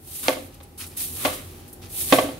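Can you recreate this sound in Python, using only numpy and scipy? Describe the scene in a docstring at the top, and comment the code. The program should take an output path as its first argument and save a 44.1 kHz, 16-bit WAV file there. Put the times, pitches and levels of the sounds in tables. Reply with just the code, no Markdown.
"""A small broom sweeps dry leaves and grit over a dirt path into a hollow plastic dustpan, three strokes.
The bristles are hissing noise plus tiny crackling pings; light touches and clicks of grit come between.
Litter is noise that rushes onto the pan; knocks of the broom head are a crack plus ringing tones.
The walls answer faintly; under it all lie a soft rumble and the wavering hum of a distant machine."""
import sys
import numpy as np
from scipy import signal
from scipy.fft import rfft, irfft, next_fast_len
from scipy.io import wavfile
from scipy.ndimage import map_coordinates

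SR = 44100
rng = np.random.default_rng(int(sys.argv[2]) if len(sys.argv) > 2 else 0)


def unload_wav(signal):
    """Save mono or channel-first audio to the path in sys.argv[1] as 16-bit WAV at rate SR, clipped to [-1, 1]."""
    wavfile.write(
        sys.argv[1],
        SR,
        np.round(np.clip(np.atleast_2d(signal).T, -1, 1) * 32767).astype(np.int16),
    )


N = 105531  # length in samples
TOP_HZ = 15750  # nothing sounds above this


def amp(db):
    """Turn decibels into gain."""
    return 10 ** (np.asarray(db) / 20)


def unit(x):
    """Scale x to an rms (average strength) of 1."""
    return x / np.sqrt(np.mean(x ** 2) + 1e-20)


def along(points, hz):
    """Read a curve of (Hz, value) points at hz, on a log frequency axis."""
    point_hz, values = np.transpose(points)
    return np.interp(np.log(hz + 1), np.log(point_hz + 1), values)


def since(s):
    """Seconds since time s, zero before it."""
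    return np.maximum(np.arange(N) / SR - s, 0)


def fade(t, t60):
    """Gain that falls 60 dB in t60."""
    return np.exp(-np.log(1000) * t / t60)


def wobble(rate):
    """A smooth random curve with rate knots a second."""
    knots = rng.standard_normal(N // 20)
    return map_coordinates(knots, [np.arange(N) * rate / SR], mode="wrap")


def filtered(x, response):
    """Filter x by a response given as a function of frequency."""
    size = next_fast_len(N + SR // 2)
    hz = np.fft.rfftfreq(size, 1 / SR)
    return irfft(rfft(x, size) * response(hz), size)[..., :N]


def noise(spectrum, alike, grain_db=0):
    """Stereo noise of rms 1; grain_db scatters the sizes of its tiny contacts."""
    pair = rng.standard_normal((2, N)) * amp(grain_db * wobble(1500))

    def color(hz):
        # The balance of mid and side sets how alike the two ears are.
        turn = np.arccos(np.clip(along(alike, hz), -1, 1)) / 2
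        return amp(along(spectrum, hz)) * [np.cos(turn), np.sin(turn)]

    mid, side = filtered(pair, color)
    return unit(np.array([mid + side, mid - side]))


# Push of the broom, one list per stroke. Each row: time in seconds, hiss level in dB before a shared lift.
STROKES = [
    [(0.03, -55), (0.088, -44), (0.164, -34.5), (0.218, -36.5), (0.24, -32), (0.296, -32), (0.376, -46.5),
     (0.478, -53), (0.498, -66), (0.532, -65), (0.54, -61)],
    [(0.955, -73), (0.973, -31), (1.023, -28.5), (1.115, -38.5), (1.273, -29), (1.319, -40), (1.335, -34.5),
     (1.425, -50), (1.609, -55.5), (1.667, -87), (1.68, -47)],
    [(1.88, -66), (1.902, -45), (1.95, -34.5), (2.008, -27), (2.07, -32), (2.136, -25.5), (2.39, -58.5)],
]
# Tone color of the bristle hiss. Each row: frequency in Hz, level in dB.
BRISTLES = [(200, -46), (900, -27.5), (1600, -22.5), (2400, -13), (3900, -10.5), (4900, -14.5),
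            (7600, -8.5), (8900, 0), (10000, -4), (11300, 1.5), (13200, -4.5), (15700, -6)]
# How alike the broom sounds in both ears. Each row: frequency in Hz, likeness (1 is identical).
BRISTLE_ALIKE = [(500, .4), (3000, 0.4), (12000, 0.083)]
BRISTLE_LEAD_S = 0.000288  # the left ear hears the bristles this much earlier
CRACKLE_DB = -13.5  # crackle against hiss


def bristles():
    """Countless bristle tips flick over dirt and leaves; hiss and crackle follow the push of each stroke."""
    t = np.arange(N) / SR
    push = np.zeros(N)
    for stroke in STROKES:
        s, db = np.transpose(stroke)
        outside = np.maximum(s[0] - t, 0) + since(s[-1])  # seconds before or after the stroke
        push += amp(np.interp(t, s, db)) * fade(outside, 0.19)
    texture = noise(BRISTLES, BRISTLE_ALIKE, grain_db=1.4) + amp(CRACKLE_DB) * crackle()
    hiss = push * amp(3.0 + 0.64 * wobble(70)) * texture  # 3 dB lift and a small flutter
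    ears = np.array([[1], [-1]])
    return filtered(hiss, lambda hz: np.exp(1j * np.pi * hz * BRISTLE_LEAD_S * ears))


CRACKLES_PER_S = 3000
CRACKLE_HZ, CRACKLE_OCTAVES = 8270, 2.17  # middle pitch, full spread before the cap at TOP_HZ
CRACKLE_CYCLES, CRACKLE_RANGE_DB = 7.4, 16.5  # cycles to fall 60 dB, loudest to softest


def crackle():
    """Dry leaf edges snap: tiny pings of random pitch and size, rms 1."""
    when, pitch, size, side = rng.uniform(size=(int(CRACKLES_PER_S * N / SR), 4)).T
    hz = np.minimum(CRACKLE_HZ * 2 ** (CRACKLE_OCTAVES * (pitch - .5)), TOP_HZ)[:, None]
    k = np.arange(96)  # samples in each ping
    cycles = hz * k / SR
    levels = amp(-CRACKLE_RANGE_DB * np.sqrt(size))[:, None]
    pings = levels * np.sin(2 * np.pi * cycles) * fade(cycles, CRACKLE_CYCLES)
    at = ((when * N).astype(int)[:, None] + k).ravel()
    ears = []
    for gain in (np.cos(np.pi * side), np.sin(np.pi * side)):
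        ears.append(np.bincount(at, (pings * gain[:, None]).ravel(), N)[:N])
    return unit(np.array(ears))


# Light touches of the broom. Each row: start in seconds, length in seconds before it dies away,
# level of the bristles on dirt in dB, level of the leaves in dB.
TOUCHES = [(0.519, 0.036, -78, -55.5), (0.624, .02, -56, -57), (0.775, 0.025, -36, -46.5),
           (0.799, .04, -39.5, -41.5), (0.859, 0.0095, -41, -66), (0.896, 0.091, -51, -55),
           (1.482, 0.18, -68, -56), (1.676, 0.014, -63, -70), (1.728, 0.009, -45, -78),
           (1.814, 0.048, -49.5, -47.5)]
# Tone color of bristles on dirt. Each row: frequency in Hz, level in dB.
DIRT = [(200, -34), (2000, -30.5), (4200, -10), (6000, -11.5), (7500, -6), (9000, 0.5), (11500, 0),
        (13000, -5), (16000, -4)]
# Tone color of the leaves. Each row: frequency in Hz, level in dB.
LEAVES = [(200, -27), (700, -15), (1200, -2), (1650, -6.5), (2600, -1.5), (4200, -3), (6300, -5.5),
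          (7500, -12), (16000, -29)]
TOUCH_RISE_S, TOUCH_T60_S = 0.033, 0.16  # time to come within a thousandth of full, 60 dB fall


def touches():
    """Short scuffs over dirt and leaves as the broom is lifted and set down."""
    out = np.zeros((2, N))
    dirt = noise(DIRT, BRISTLE_ALIKE, grain_db=2.5)
    leaves = noise(LEAVES, BRISTLE_ALIKE, grain_db=3)
    for s, length, dirt_db, leaves_db in TOUCHES:
        shape = (1 - fade(since(s), TOUCH_RISE_S)) * fade(since(s + length), TOUCH_T60_S)
        out += shape * (amp(dirt_db) * dirt + amp(leaves_db) * leaves)
    return out


# Single bits of grit flicked by the bristles. Each row: start in seconds, level in dB.
TICKS = [(.543, -43), (.548, -52), (.631, -41.5), (.636, -45.5), (0.874, -38), (1.729, -37.5), (1.733, -39),
         (2.237, -32)]
# Tone color of a grit click. Each row: frequency in Hz, level in dB.
GRIT = [(500, -16), (2500, -17), (5000, -8), (7500, -4), (9000, 6), (12000, 9), (13500, -2), (16000, -8)]
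TICK_T60_S = 0.036  # 60 dB fall


def ticks():
    """Tiny stones click on the path: noise that starts at once and dies fast."""
    out = np.zeros((2, N))
    for s, db in TICKS:
        shape = (since(s) > 0) * fade(since(s), TICK_T60_S)
        out += amp(db) * shape * noise(GRIT, BRISTLE_ALIKE, grain_db=0.5)
    return out


# Litter sliding onto the pan. Each row: time it reaches the lip in seconds, time of the peak in seconds,
# peak level in dB, how much lower it is at the lip in dB, time to fall 60 dB in seconds.
SLIDES = [(0.229, .295, -33.5, 4.5, .5), (1.159, 1.266, -30.5, 18.5, 0.5459),
          (2.097, 2.145, -28, 10.5, 0.61)]
# Tone color of the sliding litter. Each row: frequency in Hz, level in dB.
LITTER = [(150, 0.5), (280, 3), (450, -3), (560, 0), (850, -7.5), (1180, 5.5), (1450, -1.5), (2400, 0),
          (4000, -1), (5000, -8), (9000, -7.5), (16000, -32)]
# How alike the pan sounds in both ears. 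Each row: frequency in Hz, likeness (1 is identical).
PAN_ALIKE = [(300, .97), (600, 0.3), (1200, 0), (4000, .25), (9000, 0.31)]
LIP_RISE_S = 0.002  # time constant of the onset


def litter():
    """Leaves and grit hit the lip of the pan, rush over its floor and settle."""
    t = np.arange(N) / SR
    flow = np.zeros(N)
    for lip, peak, db, lower_db, fall in SLIDES:
        onset = 1 - np.exp(-since(lip) / LIP_RISE_S)
        rush = amp(np.interp(t, [lip, peak], [db - lower_db, db]))
        flow += onset * rush * fade(since(peak), fall)
    return flow * amp(1.15 * wobble(90)) * noise(LITTER, PAN_ALIKE, grain_db=2)


# Broom head against the pan. Each row: start in seconds, level of the ring in dB,
# extra level of the lowest tones in dB, level of the crack in dB.
KNOCKS = [(0.2829, -14, -2.5, -16.5), (0.3671, -35.5, 5.5, -49), (.6030, -49, 5, -43),
          (1.2500, -15, -3, -14.5), (1.278, -25, -9, -34), (2.1240, -6.5, 1, -8), (2.1850, -12, -4, -18),
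          (2.243, -30.5, 6, -47.5), (2.288, -31, 2.5, -43)]
# Tones the pan rings at. Each row: frequency in Hz, level in dB against the ring, time to fall 60 dB in seconds.
PAN = [(260, -23.5, 0.068), (280.2, 0.5, 0.1), (344.5, -10, 0.15), (409.6, -7.5, 0.084), (522.4, -4, .16),
       (539, -4, 0.09), (615.2, 0.5, 0.11), (660.5, 1, 0.062), (695.8, -9.5, 0.11), (735, -8.5, 0.11),
       (876, -9, 0.085), (1097, -8, .07), (1135, -4.5, 0.092), (1548, -19.5, 0.2), (1742, -19.5, 0.13),
       (2060, -7, 0.051), (2483, -11, 0.075), (3170, -5.5, 0.037), (3920, -22, 0.033), (4170, -18, 0.061)]
# Tone color of the crack. Each row: frequency in Hz, level in dB.
CRACK = [(100, -41), (190, -21), (260, -13), (450, -13), (650, -0.5), (1150, 3), (1350, -4), (2300, -2.5),
         (3800, -3.5), (5000, -12.5), (9000, -20.5), (16000, -38)]
CRACK_T60_S, CRACK_RISE_S = 0.067, 0.00017  # 60 dB fall, time constant of the onset
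LOW_MODE_HZ, SWELL_S = 450, 0.0018  # upper edge of the lowest tones, time constant of the ring's build-up
MODE_SCATTER_DB, PHASE_SCATTER = 0.5, 0.91  # random spread per tone and blow: dB, radians
MODE_SPREAD = 0.41  # radians between the ears at 600 Hz


def knocks():
    """Each blow cracks on the plastic and sets the hollow pan ringing."""
    out = np.zeros((2, N))
    for s, ring_db, low_db, crack_db in KNOCKS:
        t = since(s)
        crack = (1 - np.exp(-t / CRACK_RISE_S)) * fade(t, CRACK_T60_S)
        out += amp(crack_db) * crack * noise(CRACK, PAN_ALIKE, grain_db=6)
        start = int(s * SR)
        t = t[start:start + SR // 3]
        scatter = rng.standard_normal((len(PAN), 2))
        for (hz, db, t60), (size, phase) in zip(PAN, scatter):
            level = amp(ring_db + db + low_db * (hz < LOW_MODE_HZ) + MODE_SCATTER_DB * size)
            # The ears differ more in phase at higher pitch, up to a quarter turn, either way round.
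            apart = np.sign(phase) * min(MODE_SPREAD * hz / 600, np.pi / 2)
            ears = apart * np.array([[.5], [-.5]])
            tone = np.sin(2 * np.pi * hz * t + PHASE_SCATTER * phase + ears)
            shape = (1 - np.exp(-t / SWELL_S)) * fade(t, t60)
            out[:, start:start + len(t)] += level * shape * tone
    return out


# How long the walls' answer lasts. Each row: frequency in Hz, time to fall 60 dB in seconds.
WALLS_T60 = [(200, 0.62), (1000, 0.26), (4000, 0.28), (14000, 0.28)]
WALLS_DB, WALLS_DELAY_S = -11, .021


def walls(x):
    """A faint answer from the walls around the garden: x smeared by a delayed, dying noise tail."""
    hz, t, z = signal.stft(rng.standard_normal((2, SR // 2)), SR, nperseg=256)
    turn = np.arccos(np.clip(along(PAN_ALIKE, hz), -1, 1))[:, None] / 2
    dying = z * fade(t, along(WALLS_T60, hz)[:, None])
    mid, side = signal.istft(dying * np.array([np.cos(turn), np.sin(turn)]), SR, nperseg=256)[1]
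    tail = np.array([mid + side, mid - side])
    tail = tail / np.linalg.norm(tail[0])
    late = np.pad(x, ((0, 0), (int(WALLS_DELAY_S * SR), 0)))
    return amp(WALLS_DB) * signal.fftconvolve(late, tail, axes=1)[:, :N]


# Tone color of the outdoor rumble. Each row: frequency in Hz, level in dB.
GARDEN = [(20, -27), (32, -20), (44, 5.5), (60, -9.5), (90, -5.5), (130, -3), (200, -10.5), (350, -7),
          (550, -17), (800, -18), (1300, -25), (3000, -29), (7000, -32.5), (11000, -27), (16000, -31)]
# How alike the rumble is in both ears. Each row: frequency in Hz, likeness (1 is identical).
GARDEN_ALIKE = [(100, 0.95), (350, 0.81), (800, 0), (2000, 0), (8000, 0)]
# Tones of the distant machine. Each row: frequency in Hz, distance in Hz to half height on either side,
# level in dB before the slow drift.
HUM = [(86, 8.2, -48), (244.6, 4.6, -58), (354.4, 2.4, -64), (766, 5.3, -65.5), (811, 2.2, -65.5)]
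# Slow drift of the whole background. Each row: time in seconds, change in dB.
BACKGROUND_DRIFT = [(0, -3.5), (.45, -1), (.72, -3), (1.25, 3.5), (1.72, 0), (2.1, 3.5), (2.39, 3)]
GARDEN_DB = -46  # rumble before the drift


def garden():
    """Soft outdoor rumble and the wavering hum of a distant machine, made of narrow bands of noise."""
    hum = np.zeros(N)
    for centre, width, db in HUM:
        band = filtered(rng.standard_normal(N), lambda hz: 1 / (1 + ((hz - centre) / width) ** 2))
        hum += amp(db) * unit(band)
    rumble = amp(GARDEN_DB) * noise(GARDEN, GARDEN_ALIKE)
    drift_db = np.interp(np.arange(N) / SR, *np.transpose(BACKGROUND_DRIFT))
    return amp(drift_db) * (rumble + hum)


# Left-right balance of the near sounds. Each row: frequency in Hz, left minus right in dB.
BALANCE_DB = [(100, 0), (300, 0), (650, -3.5), (1200, 2), (2000, -3.5), (3300, -2.5), (5500, 5),
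              (9000, -1.5), (15000, -1.5)]
GROUND_DELAY_S, GROUND_DB = 0.0016, -18  # bounce off the path


def scene():
    """Broom and pan in the garden; the broom's sounds also bounce once off the path."""
    broom = bristles() + touches() + ticks()
    broom = filtered(broom, lambda hz: 1 + amp(GROUND_DB) * np.exp(-2j * np.pi * hz * GROUND_DELAY_S))
    pan = litter() + knocks()
    near = broom + pan + walls(pan)
    ears = np.array([[.5], [-.5]])
    return filtered(near, lambda hz: amp(along(BALANCE_DB, hz) * ears)) + garden()


LOW_CUT_HZ = 32  # half amplitude here, less below


def record(dry):
    """Peaks beyond full scale are clipped; the deepest bass and all from TOP_HZ up are cut."""
    clipped = np.clip(dry, -1, 1)
    return filtered(clipped, lambda hz: (hz < TOP_HZ) * hz ** 4 / (hz ** 4 + LOW_CUT_HZ ** 4))


dry = scene()
out = record(dry)
unload_wav(out)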